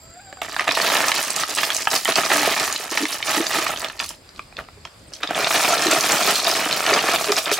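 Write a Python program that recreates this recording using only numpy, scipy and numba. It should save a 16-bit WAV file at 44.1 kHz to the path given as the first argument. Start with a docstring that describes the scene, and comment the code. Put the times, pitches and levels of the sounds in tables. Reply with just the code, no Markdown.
"""Snails tipped into trays

Snails are tipped from a plastic bucket into two plastic trays on stony ground, first a far one, then a near one.
Knocks on plastic and booms of the bucket are sums of dying tones; clicks of shell on shell add bursts of noise.
Many small random blows make the rattle, and the cane stalks throw back a short echo made of sparse taps.
Gliding tones make a far rooster and a small bird; ringing noise and a wavering tone make insects.
Shaped noise makes the soft outdoor wash, with light wind in its bass."""
import sys
import numpy as np
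from scipy import signal
from scipy.fft import rfft, irfft
from scipy.io import wavfile
from scipy.ndimage import uniform_filter1d
from numba import njit

SR = 44100
rng = np.random.default_rng(int(sys.argv[2]) if len(sys.argv) > 2 else 0)


def generate_wav(sig):
    """Save sig (samples, or channels by samples) to the path in sys.argv[1] as 16-bit PCM at SR."""
    pcm = np.round(np.clip(np.atleast_2d(sig).T, -1, 1) * 32767).astype(np.int16)
    wavfile.write(sys.argv[1], SR, pcm)


def boost_factor(decibels):
    """Convert a level in decibels to a linear amplitude factor."""
    exponent = np.asarray(decibels, float) / 20
    return 10 ** exponent


N = 334719  # length in samples

# Bursts of rattle: long ones are shells sliding out, the shortest are clusters of bounces. Each row: start in
# seconds, length in seconds, knocking on plastic in dB, clicking of shell on shell in dB, change by the end in dB.
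RATTLE_BURSTS = [(0.41, 0.11, -28, -36, -21), (0.594, 0.016, -21.5, -35, -1),
                 (0.672, 0.041, -22, -47, -4.5), (0.754, .13, -22, -25.5, 5), (0.909, 0.19, -17, -21, -3),
                 (1.149, 0.26, -20, -21, -15), (1.369, 0.048, -26.5, -26, 2.5),
                 (1.503, 0.045, -25, -24.5, -6), (1.572, 0.27, -22.5, -22.5, -6),
                 (1.918, 0.044, -21, -21.5, 1.5), (2.08, 0.0097, -20.5, -28.5, 9),
                 (2.175, 0.093, -16, -21.5, -5.5), (2.313, 0.33, -14, -19, -6.5),
                 (2.646, 0.21, -25.5, -25.5, -8), (2.92, 0.11, -24, -26.5, 1),
                 (3.087, 0.064, -30.5, -27, 3.5), (3.267, 0.11, -22.5, -23.5, 2.5),
                 (3.399, 0.075, -22.5, -29.5, -4), (3.501, 0.06, -21.5, -25, 5.5),
                 (3.583, 0.13, -24.5, -27, 1), (3.839, 0.022, -21, -32.5, -11.5),
                 (4.004, 0.0041, -27, -28.5, 4), (4.052, 0.054, -37, -32.5, -2.5),
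                 (4.597, 0.0071, -29, -50, -4.5), (5.139, 0.0073, -49, -36, -2),
                 (5.239, 0.031, -22.5, -54, -17), (5.315, 0.0038, -16, -50, -9),
                 (5.363, 0.084, -20, -25, -3), (5.469, 0.012, -17, -22.5, -4), (5.513, 0.042, -20, -36, 5),
                 (5.517, 0.23, -17.5, -20, 0), (5.8, 0.066, -21.5, -26, 5),
                 (5.913, 0.058, -15.5, -19.5, 0.5), (6.036, 0.02, -21, -18.5, 0.5),
                 (6.099, 0.072, -18.5, -19.5, -0.5), (6.212, 0.1, -18, -19.5, 1.5),
                 (6.345, 0.067, -37, -21.5, -4), (6.47, 0.19, -21, -20.5, -4),
                 (6.651, 0.12, -38, -32, 10.5), (6.869, 0.11, -16.5, -22.5, -0.5),
                 (7.01, 0.14, -25, -27, 7), (7.21, 0.071, -43, -24, -5), (7.277, 0.038, -21, -43, 0),
                 (7.389, 0.01, -14, -14.5, -27), (7.465, 0.036, -21, -42, 4), (7.534, 0.0074, -40, -14, -7),
                 (7.585, .01, -21.5, -28, 6)]
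ONSET_DB_PER_S, DYING_DB_PER_S = 510, 402  # how fast a burst arrives and settles
# Stragglers that roll on between the bursts. Each row: time in seconds, knocking in dB, clicking in dB.
STRAGGLERS = [(.416, -31.5, -39), (.6, -38, -33.5), (.8, -30, -39.5), (2, -40.5, -30.5), (2.9, -35, -36.5),
              (3.2, -34.5, -35.5), (3.5, -34, -30.5), (3.9, -36.5, -42), (4.18, -85, -73), (4.4, -61, -52),
              (4.55, -74, -73), (5.1, -72, -54.5), (5.25, -45.5, -45.5), (5.5, -23.5, -26.5),
              (7.1, -23, -26), (7.59, -34, -30)]
# Single loud knocks on plastic. Each row: time in seconds, level in dB, centre of the ring in Hz.
LOUD_KNOCKS = [(0.327, -21.5, 746), (0.371, -28.5, 800), (0.418, -13.5, 685), (0.447, -19, 1280),
               (0.533, -21, 720), (0.564, -4, 1670), (0.544, -16, 1800), (0.595, -0.5, 1910),
               (0.607, -7, 1240), (0.675, -12, 710), (0.688, -10, 680), (0.679, -2, 2680),
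               (0.691, -2.5, 1720), (0.712, -4, 1670), (0.773, -3.5, 1110), (0.8, -6.5, 1090),
               (0.846, -13, 1140), (0.9, -6, 1020), (0.968, -4, 1750), (1.004, -4, 1120),
               (1.041, -6.5, 1150), (1.117, -1, 2300), (1.435, -4.5, 1740), (1.585, -2.5, 1950),
               (1.632, -3, 2150), (1.703, -5.5, 1970), (1.872, 1, 1250), (2.055, -3.5, 2010),
               (2.078, -11, 1310), (2.161, -6, 1130), (2.183, -3, 710), (2.302, -3, 1070),
               (2.677, -9.5, 1250), (2.974, 0, 2300), (3.054, -5, 2240), (3.347, -7, 3000),
               (3.586, -9, 1820), (3.666, -5, 2350), (3.737, -11, 830), (3.845, -9, 3000),
               (3.899, -15, 1810), (4, -4, 2480), (4.29, -38, 1300), (4.379, -30, 2580),
               (4.393, -16.5, 1600), (4.525, -30, 877), (4.569, -30, 1770), (4.585, -22, 570),
               (4.589, -13.5, 1200), (4.686, -26, 1110), (4.853, -24.5, 900), (4.8509, -21, 2380),
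               (4.873, -28.5, 1900), (5.12, -31, 584), (5.233, -4, 2420), (5.251, -24, 732),
               (5.308, -6, 706), (5.369, -21, 724), (5.47, -6, 689), (5.507, -5.5, 1110), (5.653, -7, 2300),
               (5.73, -7, 719), (5.827, -12, 1580), (5.911, -13, 1340), (6.094, -10, 1100),
               (6.148, -7, 1460), (6.206, -13, 1340), (6.468, -10, 666), (6.658, -9.5, 674),
               (6.711, -5.5, 2380), (6.805, -9, 1110), (6.864, 2, 2430), (6.99, -6, 1210), (7.041, -8, 684),
               (7.085, -3, 1230), (7.14, -10, 720), (7.21, -11, 915), (7.322, -6.5, 1190),
               (7.507, -12, 2370), (7.515, -1.5, 1850)]
# Single loud clicks of shell on shell. Each row: time in seconds, level in dB, main ring in Hz.
LOUD_CLICKS = [(0.4168, -11, 2740), (0.709, -7.5, 3970), (0.721, -7, 5060), (0.751, -7, 3820),
               (0.816, -4, 4550), (0.868, -9, 4550), (0.887, -8, 3970), (0.966, -8, 4040),
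               (0.985, -17, 5090), (1.0833, -4, 6130), (1.228, -10, 8900), (1.238, -11, 8300),
               (1.304, -4, 8060), (1.3625, -5.5, 7200), (1.399, -11, 5900), (1.483, -18, 9100),
               (1.495, -11, 7600), (1.5498, -8.5, 8100), (1.747, -7, 7800), (1.766, -3, 6450),
               (1.914, -7, 5000), (1.9523, -3, 5230), (1.962, -1, 4720), (2.0486, -6.5, 9200),
               (2.093, -14, 3480), (2.122, -5, 4050), (2.1567, 0, 4530), (2.251, -9.5, 5860),
               (2.3435, -11, 6440), (2.598, -4, 5050), (2.7263, -7, 6800), (2.761, -6.5, 4080),
               (2.9128, -11.5, 6740), (3.227, -5.5, 3040), (3.293, -11, 5230), (3.467, -6, 4620),
               (3.761, -13, 3200), (3.7733, -12, 4500), (3.787, -22, 6100), (3.7954, -17.5, 9650),
               (3.805, -14, 4800), (3.8175, -17, 8060), (3.885, -20, 4400), (3.9935, -8.5, 4800),
               (4.041, -13, 4330), (4.091, -15, 7300), (4.291, -30, 4770), (4.361, -29, 4100),
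               (4.568, -19.5, 3460), (4.8523, -17.5, 3220), (5.1358, -16.5, 5300), (5.139, -24, 5040),
               (5.23, -15, 3420), (5.274, -12, 3670), (5.347, -10, 3500), (5.445, -4.5, 3620),
               (5.778, -7.5, 3930), (5.821, -5, 5440), (5.8684, -5, 4000), (5.913, -3.5, 7400),
               (6.0083, -2.5, 6350), (6.12, -1.5, 7340), (6.356, -4, 4300), (6.3607, -7, 4160),
               (6.368, -15, 4200), (6.4003, -5.5, 4340), (6.445, -6, 5070), (6.47, -3.5, 3960),
               (6.513, -3.5, 4960), (6.727, -2, 4070), (6.867, -11, 3500), (6.938, 0.5, 4770),
               (7.1598, -3, 3520), (7.243, -7, 4600), (7.3194, -1.5, 5030), (7.366, -6, 5200),
               (7.458, -9, 3530), (7.533, -24, 5020)]
# Booms of the bucket when its load is jolted. Each row: time in seconds, level in dB, pitch in Hz,
# time to die by 60 dB in seconds.
BUCKET_BOOMS = [(2.332, -21, 295, 0.43), (2.398, -25, 280, 0.37), (2.916, -23, 332, 0.027),
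                (3.003, -19, 292, 0.08), (3.025, -13, 306, 0.071), (3.37, -13, 300, 0.054),
                (3.399, -9.5, 325, 0.038), (3.581, -18.5, 327, 0.03), (4.77, -39, 410, 0.052),
                (5.858, -11, 348, 0.044), (5.879, -13, 315, 0.043), (5.925, -16, 315, 0.052),
                (6.918, -9.5, 398, 0.047), (7.09, -15, 420, 0.018), (7.281, -11.5, 421, 0.095),
                (7.3, -10.5, 396, 0.039), (7.514, -11, 415, 0.042)]
# Tones at which each tray likes to ring. Each row: pitch in Hz, relative level in dB,
# time to die by 60 dB in seconds.
FAR_TRAY_TONES = [(185, -17, 0.061), (282, -14, 0.082), (407, -7, 0.025), (648, -5.5, 0.043),
                  (839, -2, 0.02), (1100, 8, 0.0073), (1275, 0, 0.022), (1760, 4.5, 0.014),
                  (2015, 4, 0.011), (2425, 7.5, 0.009), (3000, 8.5, 0.008), (3700, 10.5, 0.0064)]
NEAR_TRAY_TONES = [(147, -24.5, 0.12), (200, -7, 0.029), (304, -8.5, 0.056), (435, -8, 0.042),
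                   (642, -2.5, 0.034), (718, 4, 0.019), (950, -9.5, 0.028), (1120, 5, 0.011),
                   (1330, 5, 0.016), (1730, 5, 0.013), (1900, 4, 0.0068), (2420, 10, 0.01),
                   (3026, 6, 0.009), (3570, 8, 0.008)]
MOVE_S = 4.2  # blows after this time land in the near tray
DETUNE = 0.055  # typical share by which each blow shifts the tones
FOCUS_DB = 4  # how strongly a loud knock gathers its ring around its centre
FAR_BRIGHT_DB, NEAR_BRIGHT_DB = 2, 1  # extra treble per octave in the rattle's clicks at each tray
FAR_RIGHT_DB, NEAR_RIGHT_DB = 1.5, 0.74  # each tray sits a little right: right gains this much, left loses it
LENGTH = 2048  # samples in one knock
# Colour of the noise in a blow of shell. Each row: frequency in Hz, relative level in dB per Hz.
SHELL_COLOUR = [(880, 0), (1500, -6), (2330, 5), (3410, -6.5), (4060, -0.5), (4710, 0), (5290, -1),
                (15500, -13.5)]
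# How the echo dies. Each row: frequency in Hz, time to die by 60 dB in seconds.
ECHO_DECAY = [(300, 0.32), (1500, 0.1), (6000, 0.18), (14000, 0.18)]
ECHO_DB = -5
SHIFT_S = .12  # seconds between changes of echo path, so that no fixed colouring builds up
# Far rooster. Each row: time in seconds, pitch in Hz, level in dB, change of all overtones in dB.
ROOSTER_GLIDE = [(.02, 637, -55.5, 6), (.14, 676, -51, 3), (.178, 740, -39, -19), (.197, 723, -41, -4),
                 (.212, 818, -57, 6), (.24, 806, -48, 2), (.26, 780, -53, -6), (.29, 765, -40, -7),
                 (.36, 789, -56, 0), (.39, 743, -42, -3), (.5, 734, -51, -10), (.6, 684, -57, -10)]
# Overtones of the rooster. Each row: multiple of the pitch, level in dB before the change above.
ROOSTER_OVERTONES = [(2, -5.5), (3, -14), (5, -18)]
# Thin bird notes, one list for each note. Each row: time in seconds, pitch in Hz, level in dB.
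BIRD_NOTES = [
    [(0, 12000, -72), (.035, 12800, -58), (.08, 11900, -74)],
    [(5.075, 8750, -58), (5.085, 8200, -39), (5.097, 7800, -65)],
]
# Insects. Each row: time in seconds, pulsing singer in dB, steady singer in dB, width of the steady one in Hz.
# Only two widths are used: the first for the early tone, the last for the late one.
INSECT_LEVELS = [(0, -47, -54.5, 25), (.45, -47.5, -51, 25), (.7, -57, -46, 25), (4.1, -63, -58, 300),
                 (4.4, -66, -54.5, 200), (5, -63, -60, 200), (7.6, -65, -52, 200)]
# Colour of the outdoor wash. Each row: frequency in Hz, relative level in dB per Hz.
WASH_COLOUR = [(15, -37), (28, -19), (50, -2.5), (80, -6.5), (127, -11.5), (326, -11), (373, -13),
               (427, -16), (575, -11.5), (775, -16), (2480, -19.5), (3080, -23), (4740, -20), (6210, -30),
               (7510, -24.5), (16000, -42)]
WASH_DB = -44.5
# Likeness of left and right in the wash. 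Each row: frequency in Hz, likeness from 0 to 1.
WASH_LIKENESS = [(60, 0.75), (240, 0.36), (950, 0.31), (3770, 0.13), (15000, 0.078)]
# Light wind on the microphones swells the rumble. Each row: time in seconds, relative level in dB.
WIND_SWELL = [(0, 4), (1, -1.5), (3.5, 0.5), (4.4, 6), (5.3, 2.5), (6.2, -4), (7.6, 2)]
WIND_TOP_HZ = 180  # the swell fades out above this


def pour():
    """The rattle: a stream of knocks on the tray in use and of clicks among the shells."""
    centre_hz = 1100 * 2 ** (0.54 * rng.standard_normal(240))
    knocks = np.vstack([knock(tray, nearest_tone(tray, centre_hz), focus_db=2.0)
                        for tray in (FAR_TRAY_TONES, NEAR_TRAY_TONES)])
    hz = np.geomspace(2800, 15500, 600)
    shell_db = 0.79 * read(SHELL_COLOUR, hz)
    clicks = np.vstack([click(hz) * boost_factor(shell_db + bright_db * np.log2(hz / 5000))[:, None]
                        for bright_db in (FAR_BRIGHT_DB, NEAR_BRIGHT_DB)])
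    knocking = stream(1, knocks, count=240, per_s=420, spread_db=2.0, thinning=0.55)
    clicking = stream(2, clicks, count=600, per_s=900, spread_db=3.0, thinning=0.55)
    return knocking + clicking


def stream(column, bank, count, per_s, spread_db, thinning):
    """Random small blows, mostly soft, a few hard; a weak flow is also a sparse one."""
    s = np.arange(0, N - 64, 16) / SR  # at most one blow in every 16 samples
    happens, delay, hardness, choice = rng.random((4, len(s)))
    side_chance = rng.standard_normal((len(s), 2))
    s = s + delay * 16 / SR
    level_db = np.interp(s, s[::8], flow_db(column, s[::8]))
    level_db = level_db - 99 * (s < STRAGGLERS[0][0])  # nothing falls yet
    rate = per_s * boost_factor(thinning * np.clip(level_db + 21.5, -25, 0))
    size_db = spread_db * np.minimum(-np.log(hardness + 1e-9), 3)
    which = count * (s > MOVE_S) + (choice * count).astype(np.int64)  # the bank holds far sounds, then near
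    mean_energy = np.mean(boost_factor(2 * size_db) * (bank ** 2).sum(1)[which])
    db = size_db + level_db - 10 * np.log10(mean_energy * rate / SR)
    on = happens < rate * 16 / SR
    return place(s[on], which[on], db[on], bank, side_chance[on])


def flow_db(column, t):
    """Strength of the stream: the bursts, each with quick onset, drift and settling, over the stragglers."""
    power = boost_factor(2 * curve(STRAGGLERS, column, t))
    for row in RATTLE_BURSTS:
        start, length, change_db = row[0], max(row[1], .002), row[-1]
        db = row[column + 1] + change_db * np.clip((t - start) / length, 0, 1)
        db -= ONSET_DB_PER_S * np.maximum(start - t, 0)
        db -= DYING_DB_PER_S * np.maximum(t - start - length, 0)
        power += boost_factor(2 * np.maximum(db, -120))
    return 10 * np.log10(power)


def single_knocks():
    """Loud knocks of shells on the tray in use, standing out of the rattle."""
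    s, db, hz = np.transpose(LOUD_KNOCKS)
    near, far = knock(NEAR_TRAY_TONES, hz, FOCUS_DB), knock(FAR_TRAY_TONES, hz, FOCUS_DB)
    knocks = np.where(s[:, None] > MOVE_S, near, far)
    return place(s, np.arange(len(s)), db, knocks, rng.standard_normal((len(s), 2)))


def single_clicks():
    """Loud clicks of shell on shell, standing out of the rattle."""
    s, db, hz = np.transpose(LOUD_CLICKS)
    return place(s, np.arange(len(s)), db, click(hz), rng.standard_normal((len(s), 2)))


def bucket_booms():
    """A jolted load sets the bucket wall ringing at three neighbouring tones that swell softly and die."""
    s, db, hz, t60 = np.transpose(BUCKET_BOOMS)
    wall_hz = hz[:, None] * [1, 1.38, .82]
    booms = ring(wall_hz, np.array([0, -9, -14]), t60[:, None], np.ones(wall_hz.shape), 0.02, size=2 * LENGTH)
    return place(s, np.arange(len(s)), db, booms, np.zeros((len(s), 2)))


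def knock(tones, centre_hz, focus_db):
    """A shell hits plastic and bounces twice: the place struck favours tones near the centre and detunes them."""
    hz, db, t60 = np.transpose(tones)
    level_chance, tune_chance, sign_chance = rng.standard_normal((3, len(centre_hz), len(tones)))
    tone_db = db - focus_db * np.log2(hz / centre_hz[:, None]) ** 2 + 3.3 * level_chance
    rows, nearest = np.arange(len(centre_hz)), abs(np.log(hz / centre_hz[:, None])).argmin(1)
    tune_chance[rows, nearest] = (centre_hz / hz[nearest] - 1) / DETUNE  # this one rings on the centre
    tone_db[rows, nearest] += focus_db
    body = ring(hz * (1 + DETUNE * tune_chance), tone_db, t60, sign_chance, 0.00075, size=LENGTH)
    body = body + boost_factor(-3.0) * crack(1.11 * centre_hz, 0.0071, 4.0, size=LENGTH)
    bounces = np.zeros((len(body), 512))
    bounces[:, 0] = 1  # the first hit
    bounce_at = rng.integers(25, 160, (len(body), 2))  # in samples
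    np.put_along_axis(bounces, bounce_at, boost_factor([-12, -15]) * [1, -1], 1)
    return signal.fftconvolve(body, bounces, axes=1)[:, :LENGTH]


def nearest_tone(tones, hz):
    """The tone of the tray that lies closest to each hz."""
    tones_hz = np.array(tones)[:, 0]
    return tones_hz[abs(np.log(tones_hz / hz[:, None])).argmin(1)]


def click(hz):
    """A shell rings briefly at one main tone and two weaker ones, with a crack; small ones die faster, crack more."""
    tune_chance, sign_chance = rng.standard_normal((2, len(hz), 3))
    tones_hz = hz[:, None] * [1, 1.3, .8] * (1 + [0, .08, .08] * tune_chance)
    tones_hz = np.minimum(tones_hz, SR / 2.5)
    t60 = 0.013 * np.sqrt(4000 / tones_hz)
    body = ring(tones_hz, np.array([0, -6, -7]), t60, sign_chance, 0.0001, size=LENGTH // 2)
    crack_db = 4.5 * np.log2(hz / 9000)
    return body + boost_factor(crack_db)[:, None] * crack(hz, 0.015, 6, size=LENGTH // 2)


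def ring(hz, db, t60, sign_chance, rise, size):
    """Dying tones, one sound a row, struck softly over the rise time in seconds; peak 1."""
    t = np.arange(size) / SR
    phase = 2 * np.pi * hz[..., None] * t + np.pi * (sign_chance[..., None] > 0)
    fade_db = db[..., None] - 60 * t / np.maximum(t60, .003)[..., None]
    sound = (boost_factor(fade_db) * np.sin(phase)).sum(1)
    sound *= 1 - np.exp(-t / rise)
    return sound / abs(sound).max(1, keepdims=True)


def crack(centre_hz, t60, width_db, size):
    """Short bursts of noise in the colour of shell, favouring the range around their centre; peak 1."""
    hz, t = np.fft.rfftfreq(size, 1 / SR), np.arange(size) / SR
    burst = rng.standard_normal((len(centre_hz), size))
    octaves_squared = np.log2((hz + 50) / centre_hz[:, None]) ** 2
    colour_db = read(SHELL_COLOUR, hz) - width_db * np.minimum(octaves_squared, 4)
    burst = irfft(rfft(burst) * boost_factor(colour_db), size)
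    burst = burst * boost_factor(-60 * t / t60) * (1 - np.exp(-t / 0.00021))
    return burst / abs(burst).max(1, keepdims=True)


def place(s, which, db, bank, chance):
    """Each blow lands a little left or right: a level and time difference at the two microphones."""
    mix = np.zeros((2, N))
    right_db = np.where(s > MOVE_S, NEAR_RIGHT_DB, FAR_RIGHT_DB)[:, None] + 0.36 * chance[:, :1]
    lag = np.clip(np.round(0.6 * chance[:, 1]), -3, 3).astype(np.int64)  # in samples
    gains = boost_factor(db[:, None] + right_db * np.array([-1, 1]))
    add(mix, np.round(s * SR).astype(np.int64), which, gains, lag, np.ascontiguousarray(bank))
    return mix


@njit
def add(mix, at, which, gains, lag, bank):
    """Adds the chosen sound at each place, with its own left and right gain and a lag on the right."""
    for k in range(len(at)):
        for side in range(2):
            start = at[k] + 4 + (lag[k] if side else 0)
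            count = min(bank.shape[1], mix.shape[1] - start)
            mix[side, start:start + count] += gains[k, side] * bank[which[k], :count]


def echo(x):
    """Sparse taps of random sign off ground and stalks, each band dying at its own speed; eight paths take turns."""
    taps = np.zeros((8, 2, 12000))
    at = np.arange(100, 11980, 20) + rng.integers(0, 20, (8, 2, 594))
    np.put_along_axis(taps, at, rng.choice([-1., 1.], at.shape), 2)
    hz, t, z = signal.stft(taps, SR, nperseg=128)
    dying = boost_factor(-60 * t / read(ECHO_DECAY, hz)[:, None])
    tails = signal.istft(z * dying, SR, nperseg=128)[1]
    tails = tails + 0.12 * tails[:, ::-1]  # both microphones share part of each path
    thinned = signal.lfilter(*signal.butter(1, 1500, "high", fs=SR), x.mean(0))
    turn = (np.arange(N) / SR / SHIFT_S - np.arange(8)[:, None]) % 8
    windows = np.sin(np.pi / 2 * np.minimum(turn, 2))  # each path fades in, then out under the next
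    return sum(signal.oaconvolve((window * thinned)[None], tail / np.linalg.norm(tail[0]), axes=1)[:, :N]
               for window, tail in zip(windows, tails))


def rooster():
    """The far rooster's voice: a gliding tone with overtones."""
    return whistle(ROOSTER_GLIDE, ROOSTER_OVERTONES)


def small_bird():
    """Thin, high gliding notes without overtones."""
    return sum(whistle(rows, []) for rows in BIRD_NOTES)


def whistle(rows, overtones):
    """A gliding tone with its overtones, slightly unsteady in pitch and level."""
    t = np.arange(N) / SR
    pitch_wobble, level_wobble, tone_wobble = [evened(uniform_filter1d(noise, 400))
                                               for noise in rng.standard_normal((3, N))]
    turns = np.cumsum(curve(rows, 1, t) * (1 + 0.011 * pitch_wobble.clip(-3, 3))) / SR
    change_db = curve(rows, -1, t) + 1.0 + 2.8 * tone_wobble
    voice = np.sin(2 * np.pi * turns)
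    for multiple, db in overtones:
        voice = voice + boost_factor(db + change_db) * np.sin(2 * np.pi * multiple * turns)
    gate = uniform_filter1d(1. * (t >= rows[0][0]) * (t < rows[-1][0]), 300)
    return np.sqrt(2) * gate * boost_factor(curve(rows, 2, t) + 2.2 * level_wobble) * voice


def pulsing_insect():
    """One singer scrapes 200 strokes a second into a ringing wing, every eighth accented."""
    t = np.arange(N) / SR
    accent = np.exp(2.5 * (np.cos(2 * np.pi * 25 * (t - .02)) - 1))
    strokes = (0.91 + .5 * accent) * np.exp(0.25 * np.cos(2 * np.pi * 200 * t))
    wing = rng.standard_normal(N)
    for _ in range(3):
        wing = resonate(wing, 7480, 420)
    overtone = evened(resonate(rng.standard_normal(N), 14700, 250))
    song = evened(strokes * wing) + boost_factor(-12) * accent * overtone
    return boost_factor(curve(INSECT_LEVELS, 1, t)) * song * boost_factor([[-1.5], [1.5]])  # a little to the right


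def steady_insect():
    """Another singer holds a fuzzy tone: a wavering narrow one at first, wide bands of noise from 2 s on."""
    t, noise = np.arange(N) / SR, rng.standard_normal((3, N))
    waver_hz = INSECT_LEVELS[0][3] * evened(uniform_filter1d(noise[0], 300))
    tone = np.sqrt(2) * np.sin(2 * np.pi * np.cumsum(4760 + waver_hz) / SR)
    narrow = tone + 0.5 * evened(resonate(noise[1], 4760, 120))
    main = evened(resonate(resonate(noise[2], 4900, INSECT_LEVELS[-1][3]), 4900, 350))
    lower = evened(resonate(resonate(noise[1], 4400, 250), 4400, 250))
    wide = main + .35 * lower
    return boost_factor(curve(INSECT_LEVELS, 2, t)) * np.where(t < 2, narrow, wide)


def wash():
    """Distant leaves and air: random short-time spectra with drifting patches, and wind swelling the bass."""
    frames, hz = N // 256 + 5, np.fft.rfftfreq(1024, 1 / SR)
    a, b, c, d, patches = rng.standard_normal((frames, 513, 5)).T
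    patches = evened(uniform_filter1d(uniform_filter1d(patches, 12, 0), 14, 1))
    flutter = evened(uniform_filter1d(rng.standard_normal(frames), 8))
    gusts_db = curve(WIND_SWELL, 1, np.arange(frames) * 256 / SR) + 1.5 * flutter
    same = np.clip(read(WASH_LIKENESS, hz), -1, 1)[:, None]
    left = a + 1j * b
    right = same * left + np.sqrt(1 - same ** 2) * (c + 1j * d)
    rumble_db = gusts_db / (1 + (hz[:, None] / WIND_TOP_HZ) ** 4)
    z = np.array([left, right]) * boost_factor(read(WASH_COLOUR, hz)[:, None] + 2.0 * patches + rumble_db)
    return boost_factor(WASH_DB) * evened(signal.istft(z, nperseg=1024, noverlap=768)[1][:, :N])


def evened(x):
    """Scales to an rms (average strength) of 1."""
    return x / np.sqrt(np.mean(x ** 2) + 1e-20)


def read(points, hz):
    """Value of a spectrum table at hz."""
    f, value = np.transpose(points)
    return np.interp(np.log(hz + 1), np.log(f + 1), value)


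def curve(rows, column, t):
    """One column of a time table at times t."""
    rows = np.array(rows)
    return np.interp(t, rows[:, 0], rows[:, column])


def resonate(x, hz, width):
    """Rings at hz: shifts hz down to zero, smooths, and shifts back; width in Hz."""
    turn = np.exp(2j * np.pi * np.cumsum(hz * np.ones(len(x))) / SR)
    r = np.exp(-np.pi * width / SR)
    return 2 * (turn * signal.lfilter([1 - r], [1, -r], x / turn)).real


def scene():
    """All sources at the two microphones; small objects radiate no deep bass."""
    blows = pour() + single_knocks() + single_clicks() + bucket_booms()
    shells = signal.sosfilt(signal.butter(6, 115, "high", fs=SR, output="sos"), blows)
    birds = rooster() + small_bird()
    return shells + boost_factor(ECHO_DB) * echo(shells) + birds + pulsing_insect() + steady_insect() + wash()


def low_pass(x):
    """Removes everything above the highest recorded frequency."""
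    return signal.sosfilt(signal.butter(12, 16950, fs=SR, output="sos"), x)


def record(dry):
    """Close microphones hear the bass alike; peaks are softly squeezed; then the top treble is cut."""
    mid, side = (dry[0] + dry[1]) / 2, (dry[0] - dry[1]) / 2
    side = signal.lfilter(*signal.butter(1, 450, "high", fs=SR), side)
    mid = signal.lfilter(*signal.butter(3, 38, "high", fs=SR), mid)  # the deepest rumble is cut
    squeezed = 0.76 * np.tanh(np.array([mid + side, mid - side]) / 1.132)
    treble_cut = signal.firwin(255, 16000, window=("kaiser", 8), fs=SR)
    finished = signal.oaconvolve(squeezed, treble_cut[None], "same")
    return low_pass(finished)


dry = scene()
out = record(dry)
generate_wav(out)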